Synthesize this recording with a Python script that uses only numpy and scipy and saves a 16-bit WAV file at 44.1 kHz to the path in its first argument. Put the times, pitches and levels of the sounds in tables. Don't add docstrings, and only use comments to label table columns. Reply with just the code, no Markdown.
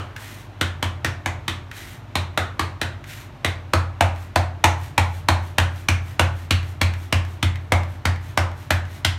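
import sys
import numpy as np
from scipy import signal
from scipy.fft import rfft, irfft, next_fast_len
from scipy.io import wavfile
from scipy.ndimage import uniform_filter1d

SR = 44100
rng = np.random.default_rng(int(sys.argv[2]) if len(sys.argv) > 2 else 0)


def linear_from_db(decibels):
    return 10 ** (np.asarray(decibels, float) / 20)


def output_pcm(signal):
    pcm = np.clip(np.atleast_2d(signal).T, -1, 1) * 32767
    wavfile.write(sys.argv[1], SR, np.round(pcm).astype(np.int16))


N = 404838
LEAD = 8192
LENGTH = next_fast_len(N + LEAD)

# frequency in Hz, level in dB per Hz.
AIR_SPECTRUM = [(120, -47), (180, 0.5), (340, -2.5), (500, -8.5), (620, -4.5), (900, -4.5), (1700, -11),
                (2600, -15), (5000, -23.5), (8000, -35), (13000, -37.5), (15800, -46)]
# frequency in Hz, level in dB.
HUM_TONES = [(50, -50.5), (100, -42), (260, -59.5), (300, -60), (349, -60), (598, -62)]
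# frequency in Hz, width in Hz, level in dB.
DRONE_MODES = [(38, 8, -58), (61, 6, -52), (71, 5, -54), (90, 6, -48), (122, 7, -45), (143, 8, -49)]
# frequency in Hz, t60 in seconds.
KITCHEN_DECAY = [(250, 0.38), (600, 0.42), (1200, 0.44), (3000, 0.32), (7000, 0.3), (14000, 0.2)]
# delay in seconds, level in dB.
ECHO_BOUNCES = [(.0066, -9), (.0125, -15), (.0175, -12)]
# frequency in Hz, level in dB per Hz.
FLOUR_SPECTRUM = [(600, -20), (1000, -4.5), (1800, 6), (2600, 1.5), (3700, -0.5), (5200, -2.5),
                  (8000, -7.5), (12500, -7), (15800, -16)]
# start in seconds, length in seconds, hiss level in dB.
DOUGH_TURNS = [
    (0.168, 0.32, -51.5),
    (1.72, 0.3, -50.5),
    (3.052, 0.25, -51),
]
# fastest moment in seconds, hiss level in dB.
DOUGH_PUSHES = [(4.22, -62), (4.85, -58), (5.16, -60), (5.47, -61.5), (5.79, -60), (6.10, -60.5),
                (6.41, -61), (6.69, -62), (7.025, -61), (7.32, -64), (7.64, -74), (7.93, -66),
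                (8.28, -61.5), (8.62, -62), (8.95, -60)]
# frequency in Hz, level in dB, t60 in seconds, first swing (1 up, -1 down).
BOOM_MODES = [(54, -20, .6, -1), (73.8, -11.4, .21, 1), (87.9, 0, .7, -1), (97, -3.3, .24, 1),
              (122.8, -15, .62, 1), (145.7, -17.7, .25, 1), (191, -23, .5, -1), (227.8, -17.6, .32, -1),
              (255.6, -13.1, .14, -1), (331.7, 5.1, .042, 1), (337.5, 4.2, .048, -1), (318, -25, .35, 1)]
# time in seconds, level in dB.
ARM_WEIGHT = [(-0.05, -31), (0.61, -22), (1.48, -26.5), (2.15, -22), (2.81, -25.5), (3.44, -23),
              (3.73, -15), (4.2, -17), (4.64, -15.5), (5.6, -15), (7.72, -14), (8.37, -17), (8.7, -17),
              (9.05, -19.5)]
# frequency in Hz, level in dB.
SKIN_COLOUR = [(200, -36), (330, -0.5), (410, -13.5), (530, -1), (640, -1), (900, -1), (1300, -3.5),
               (2000, -4), (3000, -8), (4200, -11), (6500, -18), (9500, -21), (14000, -30.5), (16300, -41)]
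# start in seconds, level in dB, pitch in Hz.
FINGER_TOUCHES = [(0.1633, -26, 1540), (1.7138, -27.5, 1760), (3.0406, -33, 1650), (4.16, -36, 1380),
                  (6.629, -35, 2520), (6.9367, -28.5, 1910), (7.249, -34, 1310), (7.5565, -30.5, 2190),
                  (7.833, -31.5, 1390), (8.1588, -34.5, 2040), (8.515, -37, 1910), (8.8523, -37, 1650)]
# start in seconds, crack level in dB, palm fullness in dB,
# cupped palm pitch in Hz, finger gap pitch in Hz.
QUICK_PATS = [(-0.047, -7, 2, 1330, 3020), (0.609, -2.5, -5.5, 1460, 3420), (0.824, -5, -3, 1050, 3100),
              (1.044, -4, -3, 1730, 5440), (1.257, -5.5, 2, 2120, 6800), (1.478, -6, -8, 1100, 3530),
              (2.152, -3.5, -4, 950, 3950), (2.373, -1.5, 0.7, 1310, 3750), (2.592, -3.5, -0.5, 1160, 4470),
              (2.812, -5, -3, 1540, 3930), (3.444, -2, -2.5, 2170, 3680)]
# start in seconds, crack level in dB, palm fullness in dB,
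# cupped palm pitch in Hz, finger gap pitch in Hz.
HEAVY_SLAPS = [(3.732, 1.5, 4, 1300, 4500), (4.005, 3.5, 5, 700, 2620), (4.356, 2.5, 5, 697, 4400),
               (4.638, 6, 1, 840, 6230), (4.976, 3.5, 2, 790, 2260), (5.283, 3.5, 2, 890, 4140),
               (5.58, 2.5, -0.5, 1570, 2970), (5.883, 0.2, -4, 2300, 5900), (6.192, 3, 2.4, 1510, 2720),
               (6.505, -0.2, -6, 2780, 4170), (6.811, -0.2, -3, 2380, 4260), (7.123, -0.7, 0.5, 2800, 5250),
               (7.425, -2.5, -3.5, 2070, 3370), (7.718, 3, 5, 790, 2200), (8.051, -1.5, 1.2, 1860, 4750),
               (8.372, 2, 5, 1350, 5350), (8.703, 0.5, 0, 1640, 12600), (9.045, 1, -8, 3200, 4900)]
# frequency in Hz, width in octaves, level in dB.
PHONE_DIPS = [(4880, 0.13, -4), (10490, 0.057, -5)]

HISS_EDGE_HZ = 15850
TURN_RISE_S, TURN_FALL_S, TURN_SAG_DB = 0.054, 0.088, -11.5
PUSH_RISE_S, PUSH_FALL_S = 0.047, 0.039
BOOM_LAG_S = 0.0043
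MIDDLE_UNTIL_S, MIDDLE_KNOCK_DB, KNOCK_HZ = 3.6, 4, 110
RIPPLE_SHARE = 0.3
PALM_HZ, PALM_OCTAVES, PALM_DB = 653, 0.89, -2.5
FINGER_HZ, FINGER_OCTAVES, FINGER_TRADE = 3500, 0.65, 0.25
AIRY_HZ, AIRY_OCTAVES, AIRY_TRADE = 11400, 0.28, 0.1
CUP_DB, CUP_OCTAVES, CUP_WIDENS = 6, 0.13, 0.61
POCKET_DB, POCKET_OCTAVES = 5.5, 0.11
HOLLOW_DB, HOLLOW_RATIO = -1.5, 0.68
STING_HZ, SLAB_HZ = 7100, 394


def evened(x):
    return x / np.sqrt(np.mean(x ** 2) + 1e-20)


def read(points, hz):
    f, value = np.transpose(points)
    return np.interp(np.log(hz + 1), np.log(f + 1), value)


def add(mix, s, sound):
    part = mix[LEAD + round(s * SR):][:len(sound)]
    part += sound[:len(part)]


def bump(hz, centre_hz, octaves):
    return np.exp(-0.5 * (np.log2((hz + 1) / centre_hz) / octaves) ** 2)


def causal(gain_db):
    log_gain = np.log(linear_from_db(np.r_[gain_db, gain_db[-2:0:-1]]))
    phase = -signal.hilbert(log_gain).imag
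    return np.fft.ifft(np.exp(log_gain + 1j * phase)).real[:1024]


def noise(points, lo_hz, hi_hz):
    hz = np.fft.rfftfreq(LENGTH, 1 / SR)
    z = rfft(rng.standard_normal(LENGTH)) * linear_from_db(read(points, hz)) * (hz < HISS_EDGE_HZ)
    in_band = irfft(z * (hz > lo_hz) * (hz < hi_hz), LENGTH)
    return irfft(z, LENGTH) / np.std(in_band)


def wander(hz):
    smooth = signal.butter(2, hz, fs=SR, output="sos")
    return evened(signal.sosfiltfilt(smooth, rng.standard_normal(LENGTH)))


def room_air():
    air = linear_from_db(-48.5 + 0.49 * wander(0.33)) * noise(AIR_SPECTRUM, 480, 15000)
    low_band = signal.butter(3, [80, 150], "band", fs=SR, output="sos")
    rumble = evened(signal.sosfilt(low_band, rng.standard_normal(LENGTH)))
    return air + linear_from_db(-47.5) * rumble


def hum():
    t, out = np.arange(LENGTH) / SR, np.zeros(LENGTH)
    for hz, db in HUM_TONES:
        cycles = hz * t + 0.06 * wander(4) + rng.random()
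        out += np.sqrt(2) * linear_from_db(db + 3 * wander(12)) * np.sin(2 * np.pi * cycles)
    return out


def drone():
    t, out = np.arange(LENGTH) / SR, np.zeros(LENGTH)
    for hz, width, db in DRONE_MODES:
        angle = 2 * np.pi * hz * t
        out += linear_from_db(db) * (wander(width) * np.cos(angle) + wander(width) * np.sin(angle))
    return out


def tail():
    taps, at = np.zeros(16000), np.arange(130, 15980, 8)
    taps[at + rng.integers(0, 8, len(at))] = rng.choice([-1., 1.], len(at))
    hz, t, z = signal.stft(taps, SR, nperseg=256)
    decay = linear_from_db(-60 * t / read(KITCHEN_DECAY, hz)[:, None])
    out = signal.istft(z * decay * (hz < HISS_EDGE_HZ)[:, None], SR, nperseg=256)[1][:16000]
    return out / np.linalg.norm(out)


def kitchen(x, tail_db):
    return x + linear_from_db(tail_db) * signal.fftconvolve(x, tail())[:LENGTH]


def turning():
    t, level = (np.arange(LENGTH) - LEAD) / SR, np.zeros(LENGTH)
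    for s, length, db in DOUGH_TURNS:
        moving = np.clip(np.minimum((t - s) / TURN_RISE_S, (s + length - t) / TURN_FALL_S), 0, 1)
        level += moving * linear_from_db(db + TURN_SAG_DB * np.clip((t - s) / length, 0, 1))
    for s, db in DOUGH_PUSHES:
        spread_s = np.where(t < s, PUSH_RISE_S, PUSH_FALL_S)
        level += linear_from_db(db) * np.exp(-0.5 * ((t - s) / spread_s) ** 2)
    grain = linear_from_db(1.4 * wander(150) + 0.99 * wander(900) + 0.54 * wander(25))
    return level * grain * noise(FLOUR_SPECTRUM, 9500, 17400)


def boom(blows):
    t = np.arange(SR) / SR
    rings = np.array([way * linear_from_db(db - 60 * t / t60) * np.sin(2 * np.pi * hz * t)
                      for hz, db, t60, way in BOOM_MODES])
    upper = np.array(BOOM_MODES)[:, 0] > KNOCK_HZ
    early = np.arange(LENGTH) < LEAD + MIDDLE_UNTIL_S * SR
    low = signal.fftconvolve(blows, ~upper @ rings)
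    high = signal.fftconvolve(blows * linear_from_db(MIDDLE_KNOCK_DB * early), upper @ rings)
    return (low + high)[:LENGTH]


def contacts(peak_s, spread_s):
    t = np.arange(600) / SR
    clicks = rng.standard_normal(600) * linear_from_db(2.63 * rng.exponential(1, 600))
    palm = np.exp(-0.5 * ((t - peak_s) / spread_s) ** 2)
    fingertips = linear_from_db(-17) * (t < peak_s)
    burst = clicks * (palm + fingertips) * np.minimum(t / 0.00029, 1)
    z = rfft(burst, 2048)
    z = z / np.sqrt(uniform_filter1d(abs(z) ** 2, size=40))
    burst = irfft(z, 2048)[:600]
    return burst / np.linalg.norm(burst)


def crack(colour_db, tail_db, landing_s):
    burst = contacts(peak_s=landing_s, spread_s=0.0011)
    ripple = np.fft.fftshift(irfft(abs(rfft(burst, 1024)) ** RIPPLE_SHARE))
    ripple = ripple / np.linalg.norm(ripple)
    out = linear_from_db(tail_db) * signal.fftconvolve(np.roll(tail(), 100), ripple, "same")
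    burst = signal.lfilter([1.15, -0.3], [1], burst)
    out[round(0.001 * SR):][:600] += linear_from_db(0.15) * burst
    dulled = signal.lfilter([1, 1], [2], burst)
    for k, (s, db) in enumerate(ECHO_BOUNCES, 1):
        out[round(s * SR):][:600] += (-1) ** k * linear_from_db(db) * dulled
    colour = causal(colour_db)
    return signal.fftconvolve(out, colour / np.linalg.norm(colour))


def touches():
    hz, out = np.fft.rfftfreq(4096, 1 / SR), np.zeros(LENGTH)
    for s, db, pitch_hz in FINGER_TOUCHES:
        colour_db = read(FLOUR_SPECTRUM, hz) + 8 * bump(hz, pitch_hz, 0.47)
        colour_db += -9 * bump(hz, 12300, 0.58) - 30 * (hz > HISS_EDGE_HZ)
        add(out, s - 0.003, linear_from_db(db + 19.5) * crack(colour_db, tail_db=-6.0, landing_s=0.004))
    return out


def hand_colour(palm_db, cup_hz, pocket_hz, sting_db, knock_db):
    hz = np.fft.rfftfreq(4096, 1 / SR)
    colour_db = read(SKIN_COLOUR, hz)
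    colour_db += (PALM_DB + palm_db) * bump(hz, PALM_HZ, PALM_OCTAVES)
    colour_db -= FINGER_TRADE * palm_db * bump(hz, FINGER_HZ, FINGER_OCTAVES)
    colour_db -= AIRY_TRADE * palm_db * bump(hz, AIRY_HZ, AIRY_OCTAVES)
    cup_octaves = CUP_OCTAVES * max(1500 / cup_hz, 1) ** CUP_WIDENS
    colour_db += CUP_DB * bump(hz, cup_hz, cup_octaves)
    colour_db += POCKET_DB * bump(hz, pocket_hz, POCKET_OCTAVES)
    colour_db += HOLLOW_DB * bump(hz, HOLLOW_RATIO * pocket_hz, POCKET_OCTAVES)
    return colour_db + sting_db * bump(hz, STING_HZ, 1.0) + knock_db * bump(hz, SLAB_HZ, 0.2)


def slapping(rows, tail_db, sting_db, knock_db, landing_s):
    cracks, blows = np.zeros(LENGTH), np.zeros(LENGTH)
    for s, db, palm_db, cup_hz, pocket_hz in rows:
        colour_db = hand_colour(palm_db, cup_hz, pocket_hz, sting_db, knock_db)
        add(cracks, s + 0.0005, linear_from_db(db + 12) * crack(colour_db, tail_db, landing_s))
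        weight_db = np.interp(s, *np.transpose(ARM_WEIGHT))
        add(blows, s + BOOM_LAG_S, linear_from_db([weight_db + 3]))
    return cracks, blows


def scene():
    mix = room_air() + hum() + drone()
    mix += linear_from_db(2.5) * kitchen(turning(), tail_db=-8) + touches()
    pats, pat_blows = slapping(QUICK_PATS, tail_db=-3.5, sting_db=-3, knock_db=8.5, landing_s=0.0028)
    slaps, slap_blows = slapping(HEAVY_SLAPS, tail_db=-5, sting_db=-1.7, knock_db=-0.5, landing_s=0.0035)
    mix += pats + slaps + boom(pat_blows + slap_blows)
    return mix[None, LEAD:LEAD + N]


def top_cut(x):
    return signal.sosfilt(signal.butter(12, 16810, fs=SR, output="sos"), x)


def record(dry):
    hz = np.fft.rfftfreq(N, 1 / SR)
    colour = linear_from_db(sum(db * bump(hz, f, octaves) for f, octaves, db in PHONE_DIPS))
    colour = colour * hz ** 4 / (hz ** 4 + 36 ** 4)
    capped = np.clip(irfft(rfft(dry) * colour, N), -0.95, 0.95)
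    band = signal.firwin(255, 16500, fs=SR, window=("kaiser", 10))[None]
    mix = signal.oaconvolve(capped, band, "same")
    return top_cut(mix)


dry = scene()
out = record(dry)
output_pcm(out)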